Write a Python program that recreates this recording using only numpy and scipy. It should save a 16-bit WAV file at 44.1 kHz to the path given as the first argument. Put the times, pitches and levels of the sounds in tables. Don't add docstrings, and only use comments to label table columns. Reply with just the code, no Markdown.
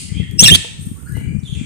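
import sys
import numpy as np
from scipy import signal
from scipy.fft import rfft, irfft
from scipy.io import wavfile
from scipy.ndimage import uniform_filter1d

SR = 44100
rng = np.random.default_rng(int(sys.argv[2]) if len(sys.argv) > 2 else 0)


def boost_factor(decibels):
    exponent = np.asarray(decibels, float) / 20
    return 10 ** exponent


def wav_out(sig):
    wavfile.write(sys.argv[1], SR, np.round(np.clip(np.atleast_2d(sig).T, -1, 1) * 32767).astype(np.int16))


N = 72765
LEAD = SR // 4
M = N + LEAD


def slow(rate_hz):
    lowpass = signal.butter(2, rate_hz, fs=SR, output="sos")
    drift = signal.sosfilt(lowpass, rng.standard_normal(M + SR))[SR:]
    return drift / drift.std()


def at_hz(points, hz):
    p = np.array(points, float)
    return np.interp(np.log(np.maximum(hz, 1)), np.log(p[:, 0]), p[:, 1])


def coloured(x, points):
    return irfft(rfft(x) * boost_factor(at_hz(points, np.arange(M // 2 + 1) * SR / M)), M)


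def noise(spectrum):
    hz = np.arange(N // 2 + 1) * SR / N
    x = irfft(rfft(rng.standard_normal((2, N))) * boost_factor(at_hz(spectrum, hz)), N)
    return x / x.std()


def pan(x, left_right_db):
    return x * boost_factor(np.array([[.5], [-.5]]) * left_right_db)


def voice(notes, voicing, attack_s, rasp_hz):
    flutter_hz, flutter_db, wobble = 150, 4, 0.012
    upper_fall_db, rasp_db = -19.5, -7.5
    swell_s, release_s = .003, 0.00081
    out, t = np.zeros((2, M)), (np.arange(M) - LEAD) / SR
    shake, flutter = slow(900), boost_factor(flutter_db * slow(flutter_hz))
    rasp_band = signal.butter(2, rasp_hz, "band", fs=SR, output="sos")
    rasp = signal.sosfilt(rasp_band, rng.standard_normal(M))
    for (start, length, hz0, hz1, db), (second_db, third_db, rough, pan_db) in zip(notes, voicing):
        on = slice(int((start - .01) * SR) + LEAD, int((start + length + .03) * SR) + LEAD)
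        u, rough = t[on] - start, np.clip(rough, 0, 1)
        glide = np.interp(u, [0, length], [hz0, hz1])
        phase = 2 * np.pi * np.cumsum(glide * (1 + (wobble + 0.16 * rough ** 2) * shake[on])) / SR
        levels = [0, second_db, third_db, third_db + upper_fall_db, third_db + 2 * upper_fall_db]
        tone = np.zeros(len(u))
        for k, harmonic_db in enumerate(levels, 1):
            if k * hz0 < .36 * SR:
                tone += boost_factor(harmonic_db) * np.sin(k * phase)
        breath = rough * boost_factor(rasp_db + max(levels)) * rasp[on] * (1 + np.sin(phase))
        before = 0.38 * np.exp(np.minimum(u, 0) / swell_s)
        shape = np.where(u < 0, before, np.minimum(u / attack_s + 0.54, 1))
        shape = shape * np.exp(-np.maximum(u - length, 0) / release_s)
        out[:, on] += pan(np.sqrt(2) * boost_factor(db) * (tone * flutter[on] + breath) * shape, pan_db)
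    return out


def near_warble():
    # start_s, length_s, start_pitch_hz, end_pitch_hz, level_db
    warble = [(.392, 0.015, 2761, 2801, -16), (.404, 0.0086, 2830, 3120, -21.5),
              (.412, 0.016, 3122, 3283, -20.5), (.428, 0.0065, 3350, 3520, -9.5),
              (.436, 0.005, 3880, 3750, -9), (.441, 0.014, 3460, 3305, -10), (.442, 0.012, 4490, 4400, -28),
              (.444, 0.011, 4030, 4230, -17.5), (.456, 0.015, 2755, 2890, -8.5),
              (.468, .013, 2808, 2624, -10.5), (.478, 0.0077, 4200, 3606, -16.5),
              (.479, 0.014, 4420, 4600, -29.5), (.483, 0.0074, 1908, 1704, -19),
              (.491, .01, 1759, 1810, -19.5), (.501, .015, 2614, 3052, -14.5),
              (.517, 0.022, 3160, 3182, -5), (.536, 0.0082, 3260, 3470, -8.5),
              (.547, 0.011, 3344, 3270, -4), (.55, 0.012, 4000, 4265, -16)]
    # second_harmonic_db, third_harmonic_db, roughness (0-1), left_right_db
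    timbre = [(15.5, 5.5, .08, -8), (18.5, 14.5, .15, 0.5), (6, 0.5, 0.3, 7), (-17, -24, 0.6, 0),
              (6, -33, 0.6, -4.5), (-17.5, -33, 0.5, -1.5), (13, -31.5, 0.8, 2.5), (-4, -30, 0.5, 5.5),
              (-1, -16, 0.4, -1.5), (0.5, -3, 0.4, 2), (-11.5, -22.5, .55, -1.5), (15.5, -30, .35, -2.5),
              (9.5, -25.5, 0.33, 3), (10.5, -26.5, 0.3, 4), (-6.5, -7, 0.4, -1), (-17.5, -10.5, 0, -2.5),
              (-18.5, -11, 0.3, -4), (-15, -19, .55, 1), (-2.5, -28.5, 0.7, 2.5)]
    return voice(warble, timbre, attack_s=0.0024, rasp_hz=[1800, 14000])


def far_calls():
    # start_s, length_s, start_pitch_hz, end_pitch_hz, level_db
    calls = [(-.09, 0.094, 4360, 4830, -39.5), (-.06, 0.081, 1918, 3352, -43), (.09, 0.14, 1980, 2852, -49),
             (.13, 0.08, 3149, 3289, -41.5), (.195, 0.041, 2202, 1841, -44.5),
             (.795, 0.0568, 8350, 8790, -46.5), (.96, 0.047, 1100, 1416, -56),
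             (1.061, 0.014, 1402, 1460, -44.5), (1.075, 0.043, 1624, 1703, -46),
             (1.14, 0.03, 1900, 2158, -48.5), (1.145, 0.069, 2910, 2977, -50.5),
             (1.19, 0.0717, 2248, 2298, -49.5), (1.27, 0.077, 2326, 2411, -52.5),
             (1.43, .03, 3900, 3626, -53.5), (1.452, .036, 3637, 3118, -39.5),
             (1.5, 0.054, 3500, 3060, -44), (1.55, 0.12, 2720, 2083, -47)]
    # second_harmonic_db, third_harmonic_db, roughness (0-1), left_right_db
    timbre = [(-32, -21, 0.8, -1.5), (-6.5, 7, 0.09, 0.5), (-22.5, -28.5, 0.5, 0), (-35, -32.5, 0.4, -3),
              (-24, -31, 0, 3), (-40, -40, 0.29, 4), (-36, -33, 0.91, 1), (-48, -18, 0.04, 5),
              (-35.5, -20.5, 0.08, 4), (-12, -19.5, 0.34, 10), (-37, -28, 0.34, 0.5), (-24, -17.5, 0.39, 5),
              (-16, -28.5, 0.24, 0.5), (-5, -29, 0.77, 3), (-14, -14.5, 0.35, -3), (-13, -12.5, .6, -2),
              (-14, -4, 0.8, 2)]
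    # low_hz, high_hz
    rasp_band_hz = [1900, 4700]
    return voice(calls, timbre, attack_s=.008, rasp_hz=rasp_band_hz)


def ring(clicks, hz, t60_s):
    r, w = boost_factor(-60 / (t60_s * SR)), 2 * np.pi * hz / SR
    return signal.lfilter([0, np.sin(w)], [1, -2 * r * np.cos(w), r * r], clicks + 1e-18)


def claws():
    # start_s, tick_peak_db, hollow_knock_db
    touches = [
        (.311, -36.5, -73),
        (.647, -52, -36),
        (0.951, -46, -62),
        (0.971, -42, -55),
        (.998, -50.5, -64),
        (1.025, -46, -54.5),
        (1.122, -34, -73),
        (1.168, -37, -37.5),
        (1.21, -47, -46),
    ]
    # mode_hz, level_db, t60_s
    perch_modes = [(487, 1.5, 0.13), (875, 6, 0.035), (1100, -2.5, .025), (650, 4.5, .03)]
    tick_s, tick_hz = 0.0031, 4970
    claw_hz, claw_db, claw_t60_s = 12830, -4.5, 0.026
    out, t = np.zeros(M), (np.arange(M) - LEAD) / SR
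    highpass = signal.butter(2, tick_hz, "high", fs=SR, output="sos")
    hiss = signal.sosfilt(highpass, rng.standard_normal(M))
    for start, tick_db, knock_db in touches:
        click = np.arange(M) == int(start * SR) + LEAD
        out += boost_factor(tick_db) * hiss * (t >= start) * np.exp(-np.maximum(t - start, 0) / tick_s)
        out += ring(boost_factor(tick_db + claw_db) * click, claw_hz, claw_t60_s)
        for hz, db, t60_s in perch_modes:
            out += boost_factor(db) * ring(boost_factor(knock_db) * click, hz, t60_s)
    return out


def ports(x):
    # frequency_hz, left_right_db
    balance = [(1800, 6.5), (2800, -2), (3200, -8.5), (3500, -11.5), (4000, 3), (5500, 10.5), (6400, 4.5),
               (8000, 6.5), (9500, -1.5)]
    left_leads_s = 0.0004753
    hz = np.arange(M // 2 + 1) * SR / M
    delay = np.exp(-2j * np.pi * hz * np.array([[0], [left_leads_s]]))
    return irfft(pan(rfft(x), at_hz(balance, hz)) * delay, M)


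def room(x):
    # frequency_hz, t60_s
    decay = [(500, 0.81), (3000, 0.7), (8000, 0.66), (10000, 0.73), (11500, 0.06)]
    dip_hz, dip_db, dip_width_hz = 5550, -7, 400
    t, tail = np.arange(SR) / SR, 0
    edges_hz = 280 * 2. ** np.arange(0, 6.1, .5)
    white = rng.standard_normal((2, 2, SR))
    for k, (low, high) in enumerate(zip(edges_hz, edges_hz[1:])):
        bandpass = signal.butter(2, [low, high], "band", fs=SR, output="sos")
        t60_s = at_hz(decay, np.sqrt(low * high))
        tail = tail + signal.sosfilt(bandpass, white[k % 2]) * boost_factor(-60 * t / t60_s)
    dip = np.exp(-((np.arange(SR // 2 + 1) - dip_hz) / dip_width_hz) ** 2)
    onset = np.clip(t / 0.0027 - .3, 0, 1)
    tail = irfft(rfft(tail) * boost_factor(dip_db * dip), SR) * onset
    return signal.fftconvolve(x, tail / np.sqrt(np.sum(tail ** 2) / 2), axes=1)[:, :M]


def feathers():
    # time_s, level_db
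    movement = [(0.299, -103), (0.318, -55), (.39, -54), (.42, -77), (.78, -60), (0.822, -41.5), (.93, -47),
                (1.12, -47), (1.2, -46), (1.3, -61.5), (1.4, -100)]
    # frequency_hz, density_db (dB per Hz)
    plumage = [(3500, -32), (6000, -21), (6700, -17), (7400, -20), (8600, -1), (10200, -14.5), (12300, -14),
               (16000, -22.5)]
    level_db = np.interp(np.arange(N) / SR, *np.transpose(movement))
    return noise(plumage) * boost_factor(level_db + 2.0 * slow(40)[:N])


def draught():
    # time_s, level_db, left_right_db
    strength = [(0.0, -38, 16), (0.214, -22, 15.5), (0.258, -33, 8), (0.436, -17, 31), (0.472, -20.5, 21),
                (0.52, -7, 27), (0.641, -41, 0), (0.89, -32, 0), (1.034, -36.5, -27), (1.118, -24.5, 19.5),
                (1.308, -25, 10), (1.368, -20, 31), (1.413, -35, 10.5), (1.626, -30, 10.5),
                (1.65, -28.5, 8)]
    # frequency_hz, density_db (dB per Hz)
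    buffet = [(12, -50), (20, -48.5), (74, -0.5), (146, -2), (186, -6.5), (315, -18.5), (412, -27),
              (687, -54.5), (900, -75), (1170, -59), (1980, -120)]
    # time_s, peak_db, pitch_hz
    gusts = [(0.123, -7.5, 139), (0.152, -14, 106), (0.203, -4, 150), (0.231, -15, 150), (0.301, -16, 117),
             (0.342, -10, 150), (0.373, -26, 150), (0.428, 9, 161.3), (0.453, -4.5, 132),
             (0.497, -3.5, 203.7), (0.52, -25, 128.7), (0.542, -9, 115.2), (0.872, -9, 150),
             (0.917, -12.5, 192.3), (1.127, -9.5, 128.7), (1.153, -10.5, 88), (1.216, -14, 165),
             (1.276, -9.5, 95), (1.314, -20.5, 150), (1.367, -5, 160), (1.388, -10.5, 116),
             (1.498, -13.5, 119.3), (1.529, -8, 132), (1.577, -13, 118.5), (1.615, -7.5, 191),
             (1.642, -44, 149),
             (0.796, -16.5, 150),
        (1.291, -13, 134),
        (1.352, -4.5, 150),
        (1.436, -12.5, 138),
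    ]
    lump_db, lumps_hz, trim_db = 3.0, 24.7, -1
    gust_cycles, gust_trim_db = 0.6, 0.5
    ceiling = .8
    t, (time_s, db, pan_db) = np.arange(N) / SR, np.transpose(strength)
    left_db = np.interp(t, time_s, db - 10 * np.log10(.25 + .25 * boost_factor(-2 * pan_db)))
    right_db = left_db - np.interp(t, time_s, pan_db)
    lumps = lump_db * np.array([slow(lumps_hz)[:N], slow(lumps_hz)[:N]])
    out = noise(buffet) * boost_factor(np.array([left_db, right_db]) + lumps + trim_db)
    for peak_s, peak_db, hz in gusts:
        u = (t - peak_s) * hz
        swell = np.exp(-np.abs(u / gust_cycles) ** 2)
        out[0] -= boost_factor(peak_db + gust_trim_db) * np.cos(2 * np.pi * u) * swell
    return ceiling * np.tanh(out / ceiling)


def hush():
    # frequency_hz, density_db (dB per Hz)
    floor_colour = [(180, -37.5), (300, -5), (814, -14.5), (2930, -13), (3760, -35), (8790, -6),
                    (11100, -34), (13000, -23), (16000, -20)]
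    return boost_factor(-51) * noise(floor_colour)


def scene():
    # frequency_hz, level_db
    near_to_room = [(1800, -15.5), (2200, -10), (3300, -23), (4400, -13.5), (5550, -21), (7000, -17),
                    (9500, -17.5), (11500, -23)]
    far_direct_db = -2.5
    near, far = near_warble() + claws(), far_calls()
    birds = ports(near) + boost_factor(far_direct_db) * far + room(coloured(near, near_to_room) + far)
    return birds[:, LEAD:] + feathers() + hush() + draught()


def gate(x):
    # frequency_hz, threshold_db
    threshold = [(2800, -82), (3900, -82), (4600, -84), (5500, -81), (6500, -84), (9500, -84), (11000, -80),
                 (14000, -87)]
    depth_db = -30
    hz, _, z = signal.stft(x, SR, nperseg=1024)
    power = np.mean(np.abs(z) ** 2, axis=0)
    power = uniform_filter1d(uniform_filter1d(power, size=3, axis=0), size=5, axis=1)
    level_db = 10 * np.log10(power + 1e-20)
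    shut = np.clip(at_hz(threshold, hz)[:, None] - level_db, 0, 1) * (hz[:, None] > threshold[0][0])
    return signal.istft(z * boost_factor(depth_db * shut), SR, nperseg=1024)[1][:, :N]


def roll_off(x):
    return signal.sosfilt(signal.butter(12, 20000, fs=SR, output="sos"), x)


def record(dry):
    ceiling, knee, cutoff_hz = 1.0, 34, 15800
    limited = dry / (1 + np.abs(dry / ceiling) ** knee) ** (1 / knee)
    lowpass = signal.cheby2(8, 30, cutoff_hz, fs=SR, output="sos")
    mix = signal.sosfilt(lowpass, gate(limited))
    return roll_off(mix)


dry = scene()
out = record(dry)
wav_out(out)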